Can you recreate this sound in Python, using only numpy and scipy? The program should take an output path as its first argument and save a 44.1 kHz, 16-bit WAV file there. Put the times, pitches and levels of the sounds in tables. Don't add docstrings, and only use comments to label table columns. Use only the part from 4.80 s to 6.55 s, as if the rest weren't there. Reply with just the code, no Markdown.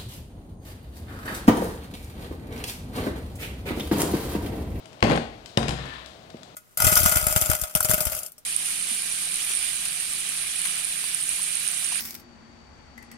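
import sys
import numpy as np
from scipy import signal
from scipy.fft import rfft, irfft
from scipy.io import wavfile
from scipy.ndimage import uniform_filter1d, minimum_filter1d

SR = 44100
rng = np.random.default_rng(int(sys.argv[2]) if len(sys.argv) > 2 else 0)


def generate_wav(signal):
    frames = np.transpose(np.atleast_2d(signal))
    scaled = np.clip(frames, -1, 1) * 32767
    pcm = np.round(scaled).astype(np.int16)
    wavfile.write(sys.argv[1], SR, pcm)


N = 77175
T = np.arange(N) / SR
HZ = np.fft.rfftfreq(2 * N, 1 / SR)
CONTACT_S = 0.00069
WOOD_LAG_S = 0.001177

# start in seconds; relative levels in dB of thud, table ring, crack,
# shell ring and boom; crack tilt in dB per octave.
BOTTLE_BLOWS = [(0.2255, 0.5, 1, -1.5, -10.5, -25, -6), (0.2445, -3.5, -1, -39, -35, -37, 1),
                (0.2483, -11, -22, -33, -30, -35, 1), (0.2980, -19, -4.5, -14.5, -29, -37, -1),
                (0.3100, -6, -20, -22, -35, -35, -2), (0.3180, -5, -2.5, -18, -20, -35, -5),
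                (0.3559, -12, -23.5, -18, -26, -30, -6.5), (0.3750, -21, -17, -15, -17, -35, -9),
                (0.7729, -1, -4, -7.5, 0, 2, 1.5), (0.7810, -7.5, -14.5, -21, -26, -30, -9.5),
                (0.8288, -22, -46, -15.5, -43, -28, -4), (0.882, -12, -42, -10.5, -17, 2.5, 0.5),
                (0.8920, -34, -37, -14.5, -14.5, -29, 1.5), (0.9066, -28, -38, -15.5, -28, -29, -1.5),
                (1.056, -20.5, -29, -37, -37, -14, 6.5)]
# frequency in Hz, relative level in dB, t60 in seconds.
TABLETOP_MODES = [(116, -4, 0.17), (154, 0, 0.12), (184, -23, 0.26), (229.8, 5, 0.4), (266, -8, 0.42),
                  (331.5, -0.5, 0.13), (386, -27, 0.13), (433, -6.5, 0.62), (502, 1, 0.19),
                  (545.7, -5, 0.37), (592, -4, 0.37), (848, -9.5, 0.28), (1025, 3, .15)]
SHELL_MODES = [(540, -7, 0.02), (1050, -11, 0.038), (1804, -8, 0.017), (2900, 5.5, 0.016),
               (3730, -6.5, 0.016), (4020, -12, 0.013), (5450, -3.5, .016), (7900, -33, 0.0058)]
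BOOM_MODES = [(133.6, -1, 0.87)]
SWAY_MODES = [(61.54, -0.5, 1)]


def blow_rings(grab_s=1.07, grab_t60_s=0.12):
    thud = ring([(174, -4, 0.017)])
    table = amp(-24.5) * ring(TABLETOP_MODES)
    shell = amp(-10.5) * ring(SHELL_MODES)
    boom = amp(-27.5) * ring(BOOM_MODES)
    sway = amp(-27.5) * ring(SWAY_MODES)
    out, booms = np.zeros(N), np.zeros(N)
    for at, thud_db, table_db, _, shell_db, boom_db, _ in BOTTLE_BLOWS:
        add(out, at, amp(shell_db) * shell)
        add(out, at + WOOD_LAG_S, amp(thud_db) * thud + amp(table_db) * table + amp(boom_db) * sway)
        add(booms, at, amp(boom_db) * boom)
    return out + booms * fade(grab_t60_s, start_s=grab_s)


# start in seconds, relative level in dB, tilt in dB per octave.
TICKS = [(0.0565, -31, 3), (0.1295, -36, 2), (0.2048, -30, 0), (0.2380, -18, 5), (0.3610, -28, 8),
         (0.6590, -27, 4), (1.2600, -29, 4), (1.5020, -31, 1), (1.5700, -35, 1), (1.6315, -28, 2)]
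# frequency in Hz, relative level in dB.
KNOCK_SPECTRUM = [(30, -27), (70, -1), (150, 0.5), (300, -4), (450, -5), (800, -2), (1100, -10),
                  (2000, -15), (5000, -31.5), (16000, -53)]
CRACK_SPECTRUM = [(100, -8.5), (500, -10.5), (1000, 1), (1500, 0.5), (2400, 1.5), (3500, 1), (4500, -1.5),
                  (6300, -9), (8200, -10), (11000, -21.5), (13000, -27), (16000, -45)]


def knocks_and_cracks():
    out, wood, bright = np.zeros(N), noise(KNOCK_SPECTRUM), noise(CRACK_SPECTRUM)
    for at, thud_db, _, crack_db, _, _, tilt_db in BOTTLE_BLOWS:
        add(out, at + WOOD_LAG_S, amp(thud_db - 11) * burst(wood, t60_s=0.039))
        add(out, at, amp(crack_db) * crack(bright, tilt_db))
    for at, db, tilt_db in TICKS:
        add(out, at, amp(db) * crack(bright, tilt_db))
    return out


def crack(source, tilt_db, size=4096):
    hz = np.fft.rfftfreq(2 * size, 1 / SR)
    octaves = np.log2(np.clip(hz, 600, 8000) / 3000)
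    snap = amp(-3.5) * burst(source, t60_s=0.021)[:size]
    return irfft(rfft(snap, 2 * size) * amp(tilt_db * octaves))[:size]


# start, rise, hold and fall t60 in seconds, level in dB.
DRINK_SURGES = [(0.235, 0.067, 0.028, 0.19, -20), (0.785, 0.0033, 0.12, 0.39, -32.5),
                (1.02, 0.052, 0.021, 0.089, -43.5)]
# frequency in Hz, relative level in dB.
SLOSH_SPECTRUM = [(30, -15), (70, -9), (150, -1.5), (250, 0), (350, -6.5), (550, -4), (1100, -10),
                  (2200, -14), (4300, -20.5), (5600, -33), (9000, -34), (13000, -47.5), (16000, -54)]


def slosh(bubbles_per_s=160, centre_hz=424, life_cycles=24, glide=0.11):
    bubbles = np.zeros(N)
    for when, pitch, strength in rng.random((round(bubbles_per_s * N / SR), 3)):
        hz = centre_hz * 4 ** (2 * pitch - 1)
        life_s = life_cycles / hz
        t = T[:int(life_s * SR)]
        chirp = np.sin(2 * np.pi * hz * t * (1 + glide * t / life_s))
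        decay = np.exp(-np.log(1000) * t / life_s)
        add(bubbles, when * N / SR, strength ** 2 * chirp * decay)
    slaps = grains(SLOSH_SPECTRUM, per_s=1500, spread_db=3.5)
    return swell(DRINK_SURGES) * (slaps + amp(-4) * unit(bubbles))


# start, rise, hold and fall t60 in seconds, level in dB.
SLIDE_SWELLS = [(0.9, 0.092, 0.17, 0.54, -37.5)]
SQUEAK_SWELLS = [(1.07, 0.02, 0.039, 0.22, -46.5)]
RUSTLE_SWELLS = [(0.655, 0.0045, 0.042, 0.27, -49.5), (1.255, 0.0062, 0.025, 0.87, -51),
                 (1.625, 0.007, 0.01, 0.13, -59)]
# frequency in Hz, relative level in dB.
SLIDE_SPECTRUM = [(100, -22), (600, -9.5), (1100, 7.5), (1500, 4), (1760, 9.5), (2000, 2.5), (3800, 2.5),
                  (6000, -15.5), (8000, -19), (14000, -34.5)]
RUSTLE_SPECTRUM = [(300, -10), (1500, -8), (2800, -7), (3900, 2), (6000, -9.5), (8500, -14), (12000, -31),
                   (16000, -24)]


def slide_and_rustles(squeak_hz=1765, half_width_hz=20):
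    resonance = 1 / (1 + ((HZ - squeak_hz) / half_width_hz) ** 2)
    squeak = swell(SQUEAK_SWELLS) * filtered_noise(resonance)
    slide = swell(SLIDE_SWELLS) * grains(SLIDE_SPECTRUM, per_s=4000, spread_db=3.5)
    rustle = swell(RUSTLE_SWELLS) * grains(RUSTLE_SPECTRUM, per_s=2000, spread_db=2.5)
    return slide + squeak + rustle


# frequency in Hz, relative level in dB, t60 in seconds.
HELD_MODES = [(145, 1, 0.034), (232, 2.5, 0.053), (356, 1, 0.04), (464, -5, 0.049), (626, 2.5, 0.016)]


def lift_bump(start_s=1.5425):
    out = np.zeros(N)
    add(out, start_s, amp(-32) * ring(HELD_MODES))
    return out


# band centre in Hz, t60 in seconds, gain in dB.
ROOM_BANDS = [(59.5, 0.81, 0.5), (187, .45, -7), (600, 0.5, -3.5), (1670, 0.55, -6.5), (4500, 0.55, -2.5),
              (8800, 0.34, -2.5), (16000, 0.23, -7)]


def room(x, build_s=0.0049):
    spectrum = rfft(pair(*rng.standard_normal((2, N))), 2 * N)
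    tail = 0
    for k, (_, t60_s, db) in enumerate(ROOM_BANDS):
        band = curve([(row[0], j == k) for j, row in enumerate(ROOM_BANDS)])
        envelope = fade(t60_s) * (1 - np.exp(-T / build_s))
        envelope /= np.linalg.norm(envelope)
        tail = tail + amp(db) * irfft(spectrum * band)[:, :N] * envelope
    return signal.fftconvolve(x[None], tail, axes=1)[:, :N]


# frequency in Hz, relative level in dB.
BACKGROUND_SPECTRUM = [(25, -18), (60, -6), (130, -2), (200, -4), (400, -7), (680, -4), (1050, -10),
                       (1400, -11), (1800, -15), (2700, -14), (4000, -14), (6200, -24), (8000, -27),
                       (16000, -47)]


def background(hum_hz=636):
    air = pair(noise(BACKGROUND_SPECTRUM), noise(BACKGROUND_SPECTRUM))
    return amp(-47) * air + amp(-56.5) * np.sin(2 * np.pi * hum_hz * T)


def amp(db):
    return 10 ** (np.asarray(db) / 20)


def unit(x):
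    return x / (np.std(x) + 1e-12)


def curve(points):
    hz, values = np.array(points).T
    return np.interp(np.log(HZ + 1e-3), np.log(hz), values)


def shape(x, points):
    cepstrum = irfft(np.log(amp(curve(points))))
    cepstrum[1:N] *= 2
    cepstrum[N + 1:] = 0
    return irfft(rfft(x, 2 * N) * np.exp(rfft(cepstrum)))[..., :N]


def filtered_noise(gain):
    return unit(irfft(rfft(rng.standard_normal(2 * N)) * gain)[:N])


def noise(points):
    return filtered_noise(amp(curve(points)))


def fade(t60_s, start_s=0):
    return np.exp(-np.log(1000) * np.clip((T - start_s) / t60_s, 0, 10))


def ring(modes):
    push = np.minimum(T / CONTACT_S, 1)
    return push * sum((-1) ** k * amp(db) * np.sin(2 * np.pi * hz * T) * fade(t60_s)
                      for k, (hz, db, t60_s) in enumerate(modes))


def burst(source, t60_s):
    return np.roll(source, rng.integers(N)) * np.minimum(T / CONTACT_S, 1) * fade(t60_s)


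def swell(rows):
    return sum(amp(db) * np.clip((T - at) / rise_s, 0, 1) * fade(t60_s, at + rise_s + hold_s)
               for at, rise_s, hold_s, t60_s, db in rows)


def grains(points, per_s, spread_db):
    sizes = amp(spread_db * np.minimum(rng.exponential(size=N), 4))
    signs = rng.choice([-1, 1], N)
    fires = rng.random(N) < per_s / SR
    return unit(shape(sizes * signs * fires, points))


def add(out, at, x):
    i = int(np.clip(at * SR, 0, N - 1))
    out[i:i + len(x)] += x[:N - i]


def pair(left, other, alike_below_hz=250):
    share = HZ / (HZ + alike_below_hz)
    right = irfft(rfft(left, 2 * N) * np.sqrt(1 - share) + rfft(other, 2 * N) * np.sqrt(share))
    return np.array([left, right[:N]])


def scene():
    noisy = pair(*(knocks_and_cracks() + slosh() + slide_and_rustles() for _ in range(2)))
    rings = blow_rings() + lift_bump()
    return noisy + rings + background() + room(noisy[0] + amp(-13) * rings)


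# frequency in Hz, gain in dB.
RIGHT_RESPONSE = [(40, -6), (150, -1.5), (400, -1.5), (800, -1), (1050, -9), (1400, -10.5), (2500, -14),
                  (4200, -23), (7000, -14), (10000, -9), (16000, 0)]


def record(dry, right_lag_s=0.00019, low_cut_hz=47, high_cut_hz=15700, ceiling=0.88, hiss_db=-70):
    right = np.interp(T - right_lag_s, T, shape(dry[1], RIGHT_RESPONSE))
    low_cut = signal.butter(2, low_cut_hz, "high", fs=SR, output="sos")
    both = signal.sosfilt(low_cut, [dry[0], right])
    window = int(0.001 * SR)
    gain = ceiling / np.maximum(np.abs(both), ceiling)
    gain = uniform_filter1d(minimum_filter1d(gain, 2 * window), window)
    both = both * gain + amp(hiss_db) * rng.standard_normal((2, N))
    high_cut = signal.ellip(8, 0.2, 80, high_cut_hz, fs=SR, output="sos")
    return signal.sosfilt(high_cut, both)


dry = scene()
out = record(dry)
generate_wav(out)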